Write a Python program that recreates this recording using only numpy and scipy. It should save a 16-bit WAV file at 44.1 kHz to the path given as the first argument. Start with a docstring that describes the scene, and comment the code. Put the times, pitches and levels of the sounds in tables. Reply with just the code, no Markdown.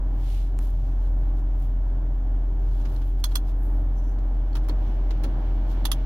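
"""Idling in a parked car

The engine booms in the cabin as a firing tone with weaker overtones, and the heater blower adds hum and filtered noise.
Early on, a finger taps a hard case. A hand turns the climate knob down two detents, works the buttons
and turns the knob up two detents: each click is a burst of noise and a ring of plastic.
The blower speeds up after the first turn; swelling noise makes the sleeve rustle and a fingertip rasp.
A faint electronic whine and a faint steady hiss lie underneath."""
import sys
import numpy as np
from scipy import signal
from scipy.fft import rfft, irfft, next_fast_len
from scipy.io import wavfile
from scipy.ndimage import map_coordinates

SR = 44100
rng = np.random.default_rng(int(sys.argv[2]) if len(sys.argv) > 2 else 0)


def master(y):
    """Save y as 16-bit WAV."""
    cut = np.clip(np.atleast_2d(y).T, -1, 1)
    pcm = np.round(cut * 32767)  # scale
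    wavfile.write(sys.argv[1], SR, pcm.astype(np.int16))


N = 266937  # length in samples

# how far most noises lean to one side: f/Hz, left minus right/dB
LEAN = [(800, -0.5), (1800, -1), (3300, -5.5), (6500, -11.5), (11000, -6), (15000, 4.5)]
BRIGHT_HZ = 8450  # a rub's or click's brightness acts above this
TOP_HZ = 15900  # nothing is kept from here up


def amp(db):
    """Turn decibels into gain."""
    return 10 ** (np.asarray(db) / 20)


def unit(x):
    """Scale to rms 1."""
    return x / np.sqrt(np.mean(x ** 2) + 1e-20)


def along(points, hz):
    """Read a curve of (Hz, value) points on a log frequency axis."""
    f, value = np.transpose(points)
    return np.interp(np.log(hz + 1), np.log(f + 1), value)


def curves(rows):
    """One value per sample for each column after the time."""
    s, *columns = np.transpose(rows)
    return [np.interp(np.arange(N) / SR, s, column) for column in columns]


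def wobble(rate):
    """A smooth random curve around 0 through random knots, rate of them a second."""
    knots = rng.standard_normal(int(N * rate / SR) + 4)
    return map_coordinates(knots, [np.arange(N) * rate / SR])


def filtered(x, response):
    """Filter x by a complex response of frequency; the padding keeps the end off the start."""
    m = next_fast_len(N + SR // 2)
    hz = np.fft.rfftfreq(m, 1 / SR)
    return irfft(rfft(x, m) * response(hz), m)[..., :N]


def colour(spectrum):
    """Response of mean power 1 through (Hz, dB) points."""
    return lambda hz: unit(amp(along(spectrum, hz)))


def body(modes):
    """Causal response of mean power 1 from (Hz, width Hz, dB) resonances with alternating signs."""
    def response(f):
        h = 0
        for k, (centre, width, db) in enumerate(modes):
            damping = 1j * f * width
            h = h + (-1) ** k * amp(db) * damping / (centre * centre - f * f + damping)
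        return h / np.sqrt(np.mean(np.abs(h) ** 2))
    return response


def cabin_noise(lean):
    """White stereo noise as the cabin mixes it: alike in the bass, unrelated and off-centre in the treble."""
    # how alike left and right are: f/Hz, likeness (1 = the same, 0 = unrelated)
    alike = [(40, 1), (75, .92), (130, .89), (300, .8), (800, .8), (1200, 0), (3000, 0)]

    def share(hz):
        turn = np.arccos(np.clip(along(alike, hz), -1, 1)) / 2
        return np.array([np.cos(turn), np.sin(turn)])

    def pan(hz):
        gains = amp(np.outer([.5, -.5], along(lean, hz)))
        return gains / np.sqrt(np.mean(gains ** 2, axis=0))

    mid, side = filtered(rng.standard_normal((2, N)), share)
    return filtered(np.array([mid + side, mid - side]), pan)


def bursts(rows, chatter, t60, tail_db, tail_t60):
    """Envelope of contacts (times in s): the parts chatter briefly, settle, and the cabin answers."""
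    t, power = np.arange(N) / SR, np.zeros(N)
    for s, db in rows:
        age = np.maximum(t - s, 0)
        contact = amp(-60 * np.maximum(age - chatter, 0) / t60)
        tail = amp(tail_db - 60 * age / tail_t60)
        power += (t >= s) * amp(db) ** 2 * (contact ** 2 + tail ** 2)
    return np.sqrt(power)


def snap(rows, db):
    """The first hard strike of each contact, a single sharp push."""
    push = np.zeros(N)
    for s, level in rows:
        push[round(s * SR)] = amp(level + db)
    return push


def stroke(s, length):
    """A movement swells to its peak at s and fades alike; length is its time above half power."""
    shape = 1.8  # 1 = pointed, 2 = rounded swell
    return 2 ** (-.5 * np.abs(2 * (np.arange(N) / SR - s) / length) ** shape)


def split_treble(x):
    """The parts of x below and above BRIGHT_HZ."""
    dull = filtered(x, lambda hz: 1 / (1 + (hz / BRIGHT_HZ) ** 8))
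    return dull, x - dull


def ring(s, modes, lean, attack, scatter_db):
    """Plastic struck at s: (Hz, t60 s, dB) modes build up quickly and die, each at a slightly random level."""
    t, out = np.arange(SR // 8) / SR, np.zeros((2, N + SR))
    start = round(s * SR)
    for hz, t60, db in modes:
        pair = amp(along(lean, hz) * np.array([[.5], [-.5]]))  # left and right gains
        phase = rng.uniform(0, 2 * np.pi, (2, 1))
        wave = np.sqrt(2) * unit(pair) * np.sin(2 * np.pi * hz * t + phase)
        decay = amp(db + scatter_db * rng.standard_normal() - 60 * t / t60)
        out[:, start:start + len(t)] += decay * (1 - np.exp(-t / attack)) * wave
    return out[:, :N]


def cabin_answer(x):
    """Windscreen and trim throw a click back as a short, dense tail."""
    delay_s, t60_s, level_db = 0.009, 0.056, -11.5
    t = np.arange(SR // 6) / SR
    tail = rng.standard_normal((2, len(t))) * amp(-60 * t / t60_s) * (t > delay_s)
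    tail = tail / np.linalg.norm(tail[0])
    return amp(level_db) * signal.fftconvolve(x, tail, axes=1)[:, :N]


def engine():
    """The firing rate booms steadily in the cabin, hunting a little; its overtones waver."""
    # overtones, after the firing tone itself: multiple of the firing rate, level before a trim/dB
    firing = [(1, 0), (2, -22.5), (3, -27.5), (4, -35), (6, -31), (7, -29), (9, -34)]
    idle_hz, idle_db = 43.42, -22  # firing rate and its level
    hunt_hz, drift_db, flutter_db = 0.1356, 0.42, 0.55  # how far pitch and level stray
    phase = 2 * np.pi * np.cumsum(idle_hz + hunt_hz * wobble(5)) / SR
    boom = amp(flutter_db * wobble(12)) * np.sin(phase)
    for order, level in firing[1:]:
        gain = amp(level - 1.5 + 2.2 * wobble(7))
        stray = 0.39 * wobble(7.3) + rng.uniform(0, 2 * np.pi)
        boom += gain * np.sin(round(order) * phase + stray)
    sides = amp([[.15], [-.15]])  # left a touch louder
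    return np.sqrt(2) * amp(idle_db + drift_db * wobble(1.6)) * boom * sides


def blower():
    """Faster turning raises the motor hum, the rumble and roar in the ducts and, most of all, the vent hiss."""
    # motor: t/s, hum f/Hz
    motor = [(0, 274.8), (3.6, 278.2), (4.2, 289), (4.8, 311), (5.4, 324.4), (6.05, 328.8)]
    # spectra of duct rumble, duct roar and vent hiss: f/Hz, relative level per Hz/dB
    rumble_spectrum = [(15, -16.5), (30, -2.5), (60, -3.5), (85, 1), (128, -3), (150, -11), (190, -22.5),
                       (400, -36.5), (1000, -83)]
    roar_spectrum = [(120, -4.5), (200, -0.5), (270, 1), (320, -2), (370, -6), (490, -9), (610, -7.5),
                     (680, -10), (810, -7.5), (1100, -14.5), (1600, -20), (1900, -23.5), (2150, -33.5),
                     (2600, -39), (5000, -76.5)]
    hiss_spectrum = [(700, -22.5), (1700, -2.5), (2050, 2), (2300, 5.5), (2550, 0), (2900, 2), (3300, 2),
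                     (3600, -2), (3800, -3.5), (4300, -4), (5100, -9.5), (5700, -7), (7000, -20),
                     (8500, -20.5), (10000, -26), (11000, -16.5), (13500, -25), (16000, -9)]
    # air resonating at the vent grilles: f/Hz, width/Hz, relative level/dB
    grille = [(614, 28, 4), (759, 64, 4), (800, 140, -3), (1090, 19, -14.5), (1540, 210, -9)]
    hum_hz, = curves(motor)
    speed_db = 20 * np.log10(hum_hz / hum_hz[0])  # 0 at the starting speed

    rumble_gain = amp(-40.0 + 1.6 * speed_db + 1.3 * wobble(9))
    rumble = rumble_gain * filtered(cabin_noise(LEAN), colour(rumble_spectrum))
    roar_gain = amp(-46.0 + 3.1 * speed_db + 1.48 * wobble(6.5))
    roar = roar_gain * filtered(cabin_noise(LEAN), colour(roar_spectrum))
    # the grilles start to sing as the air stream quickens
    rush = amp(-56.5 + 4.0 * speed_db) * filtered(cabin_noise(LEAN), body(grille))
    rush = filtered(rush, lambda hz: 1 / (1 + (hz / 1700) ** 4))
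    hiss_gain = amp(-67.5 + 6.1 * speed_db + 0.96 * wobble(13.0))
    hiss = hiss_gain * filtered(cabin_noise(LEAN), colour(hiss_spectrum))
    hum_phase = 2 * np.pi * np.cumsum(hum_hz + 1.82 * wobble(9)) / SR
    hum = amp(-52.5 + 2.0 * speed_db + 1.5 * wobble(5.8)) * np.sin(hum_phase)
    return rumble + roar + rush + hiss + hum


def knob():
    """The detent spring snaps into each notch and rattles; each direction strikes the plastic at another spot."""
    # snaps: t/s, level before trims/dB, direction (0 down, 1 up)
    detents = [(3.2404, -25.5, 0), (3.3548, -25, 0), (5.8532, -24.5, 1), (5.9159, -23.5, 1)]
    # ringing plastic: f/Hz, t60/s, relative level turning down/dB, turning up/dB
    plastic = [(975, .024, -5.5, -5.5), (1130, .025, -13, -6), (1470, .02, -9, -15), (1780, .03, -19, -14),
               (1970, .025, -17, -12), (2790, .028, -24, -7), (3360, .08, -13, -26), (3390, .02, 5, 2.5),
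               (3600, .025, -14, -8), (3830, .022, -16, -9), (4190, .024, -1, -14), (4325, .028, -3, -7),
               (4690, .026, -26, -9), (4865, .035, -7, -15), (5225, .03, -19, -12), (5600, .022, -6, -14),
               (5825, .03, -12, -20), (6045, .03, -19, -10), (6510, .04, -11, -20), (7480, .03, -14, -17),
               (8450, .03, -9, -20), (9000, .03, -17, -16), (9930, .024, -17, -11), (10400, .024, -12, -7),
               (11000, .025, -12, -5), (11330, .03, -10, -11), (12500, .03, -9, -16),
               (14300, .03, -16, -17), (15400, .03, -11, -15)]
    # spring's rattle: f/Hz, relative level per Hz turning down/dB, turning up/dB
    rattle_spectra = [(500, -11, -10), (900, -2, 4), (1400, 3.5, -1), (2300, -7, -4), (3380, 1, 11),
                      (4280, -6, -4), (5540, 0, 3), (8000, -8.5, -8), (10900, -1, 2), (15500, -6.5, -7)]
    # how far the knob leans to one side: f/Hz, left minus right/dB
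    knob_lean = [(1000, -4), (2000, -0.5), (2800, -4.5), (3400, -6), (4250, -21), (4800, -6.5),
                 (5600, -14.5), (6600, -12.5), (8400, -2), (11000, -9), (13000, -9), (15000, 6.5)]
    direct = 0
    for s, db, direction in detents:
        way = round(direction)
        modes = [(hz, t60, db + levels[way]) for hz, t60, *levels in plastic]
        spring = colour([(hz, levels[way]) for hz, *levels in rattle_spectra])
        envelope = bursts([(s, db)], chatter=.004, t60=0.026, tail_db=-17, tail_t60=0.12)
        rattle = filtered(envelope * cabin_noise(knob_lean), spring)
        ringing = ring(s, modes, knob_lean, attack=0.0012, scatter_db=0.2)
        direct = direct + amp(1.2) * ringing + amp(-2.5) * rattle
    return direct + cabin_answer(direct)


def buttons():
    """Softer key clicks: a crisp rattle, a short ring of the plastic and a knock of the panel behind."""
    # presses, releases and finger touches, levels before filters and trims:
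    # t/s, click/dB, extra treble/dB, panel knock/dB, plastic ring/dB
    presses = [(2.852, -45, -9.5, -52.5, -61), (2.962, -56, 3.5, -63, -50), (3.017, -52.5, 2.5, -69, -66),
               (3.317, -53.5, 6, -75, -47.5), (4.185, -58, 1.5, -54.5, -64), (4.529, -59.5, -1.5, -60, -53),
               (4.553, -40.5, 4, -54, -42), (4.567, -46.5, 8, -58, -55), (4.685, -45.5, 10, -55, -50),
               (4.694, -47.5, -1.5, -36, -38), (5.1066, -43.5, -4, -47, -43), (5.236, -44, 10.5, -63, -52),
               (5.2401, -41.5, 3.5, -36.5, -39.5), (5.843, -57, -2, -64, -47)]
    # click spectrum: f/Hz, relative level per Hz/dB
    click_spectrum = [(200, -9.5), (600, 3.5), (1000, 2.5), (1400, 4.5), (2300, -3), (3300, -2),
                      (4200, -5.5), (4800, -7.5), (6300, -7.5), (8000, -20), (10700, -11.5), (13500, -22),
                      (16000, -12)]
    # panel resonances: f/Hz, width/Hz, relative level/dB
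    panel = [(302, 120, 0), (432, 130, -3), (537, 42, -3)]
    # ringing key plastic: f/Hz, t60/s, relative level/dB
    key = [(950, .03, 1), (1360, .025, -7), (1700, .025, -8), (2100, .04, -10), (3260, .035, -6),
           (3850, .02, -3), (4170, .025, -1), (4390, .03, -3.5), (5150, .03, -9), (7500, .03, -16)]
    dull, bright = split_treble(cabin_noise(LEAN))
    dull_hits = [(s, db) for s, db, *_ in presses]
    bright_hits = [(s, db + bright_db) for s, db, bright_db, *_ in presses]
    click = dull * bursts(dull_hits, chatter=0.0057, t60=0.064, tail_db=-7.5, tail_t60=0.16)
    click += bright * bursts(bright_hits, chatter=0.004, t60=0.043, tail_db=-7.5, tail_t60=0.11)

    knocks = [(s, db) for s, _, _, db, _ in presses]
    shake = bursts(knocks, chatter=0.007, t60=0.067, tail_db=-11.0, tail_t60=0.2)
    knock = snap(knocks, db=20.5) + shake * cabin_noise(LEAN)
    plastic = sum(amp(db) * ring(s, key, LEAN, attack=0.0015, scatter_db=2.8) for s, *_, db in presses)
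    return filtered(click, colour(click_spectrum)) + filtered(knock, body(panel)) + plastic


def fingertip():
    """Skin sticks and slips along the rim of the knob with a thin, high rasp."""
    # brushes: t of the peak/s, length/s, level/dB
    brushes = [(3.982, 0.025, -64.5), (4.08, 0.07, -66), (4.886, 0.035, -70)]
    # rim resonances: f/Hz, width/Hz, relative level/dB
    rim = [(5600, 350, -2), (6050, 450, 0), (6800, 600, -9), (11000, 1000, -9)]
    pressure = sum(amp(db) * stroke(s, length) for s, length, db in brushes)
    slips = amp(2.5 * wobble(200))
    return filtered(pressure * slips * cabin_noise(LEAN), body(rim))


def clothing():
    """Fabric rubs in a soft, uneven swish with each arm stroke; one long stroke slides back over the seat."""
    # rubs of the sleeve: t of the peak/s, length/s, level/dB, extra treble/dB
    rubs = [(0.649, 0.068, -56.5, 1.5), (0.855, 0.12, -62.5, -7), (1.048, 0.059, -64.5, -3.5),
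            (1.198, .12, -72.5, 3.5), (1.385, 0.033, -63.5, -3.5), (1.63, 0.05, -62.5, 4.5),
            (2.812, 0.22, -60, -4.5), (2.949, 0.065, -68, 4.5), (3.088, 0.055, -70, 7),
            (3.202, 0.016, -60.5, 1.5), (3.314, .04, -55, -4.5), (3.486, 0.034, -56.5, -3),
            (3.633, 0.05, -75.5, 16), (3.728, .13, -71.5, 6.5), (4.644, 0.014, -58, -4),
            (5.716, 0.039, -54.5, -4.5)]
    # spectra of sleeve and seat: f/Hz, relative level per Hz/dB
    cloth_spectrum = [(1000, -14), (3000, 0.5), (6500, -5.5), (8500, -10.5), (11500, -1.5), (14000, -6.5),
                      (16000, -6)]
    seat_spectrum = [(800, -17), (2000, -2), (3400, 0), (5500, -5.5), (8000, -10.5), (11500, -8.5),
                     (16000, -14)]
    catches_db = 2 * wobble(220)  # how unevenly the fabric catches
    dull, bright = split_treble(filtered(cabin_noise(LEAN), colour(cloth_spectrum)))
    rustle = 0
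    for s, length, db, bright_db in rubs:
        rustle = rustle + amp(db) * stroke(s, length) * (dull + amp(bright_db) * bright)
    seat = filtered(cabin_noise([(4000, -4.5), (12000, -2.5)]), colour(seat_spectrum))
    slide = amp(-52.5 + .5 * catches_db) * stroke(s=.33, length=0.14) * seat
    return amp(catches_db) * rustle + slide


def tap():
    """A finger taps a hard case: a tiny dry tick, alike on both sides, and a dull thud follows at once."""
    # taps: t/s, level before trims/dB
    taps = [(0.5892, -37.5)]
    # resonances of the hard shell, then of the whole case giving way: f/Hz, width/Hz, relative level/dB
    shell = [(4000, 12000, -1.5), (10700, 5000, 2.5)]
    case = [(600, 1200, 0)]
    thud_delay_s, thud_top_hz = 0.00097, 2800  # lag behind the tick; the soft finger dulls the thud
    crackle = bursts(taps, chatter=.0006, t60=0.0059, tail_db=-17.5, tail_t60=0.032)
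    tick = snap(taps, db=2) + crackle * amp(-3) * rng.standard_normal(N)
    thud = snap([(s + thud_delay_s, db) for s, db in taps], db=18.5)
    padded_thud = filtered(filtered(thud, body(case)), lambda hz: 1 / (1 + 1j * hz / thud_top_hz))
    return filtered(tick, body(shell)) + padded_thud


def whine(hz=15002, db=-77):
    """A faint electronic whine from the dashboard: one high sine whose level wavers."""
    return amp(db + 1.5 * wobble(4.9)) * np.sin(2 * np.pi * hz * np.arange(N) / SR)


def floor_hiss(db=-69.5):
    """A faint hiss of coloured noise that stays the same at any blower speed."""
    # hiss spectrum: f/Hz, relative level per Hz/dB
    floor_spectrum = [(1500, -18.5), (2600, -10), (2950, 0.5), (3500, 2), (3800, -13), (5500, -4.5),
                      (6600, -2.5), (8500, -13), (11000, -6), (13500, -10), (16000, -2)]
    return amp(db) * filtered(cabin_noise(LEAN), colour(floor_spectrum))


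def scene():
    """Add up everything heard from the driver's seat."""
    machines = engine() + blower()
    hand = knob() + buttons() + fingertip() + clothing() + tap()
    return machines + hand + whine() + floor_hiss()


def record(dry):
    """Keep only what lies below TOP_HZ."""
    return filtered(dry, lambda hz: hz < TOP_HZ)


dry = scene()
out = record(dry)
master(out)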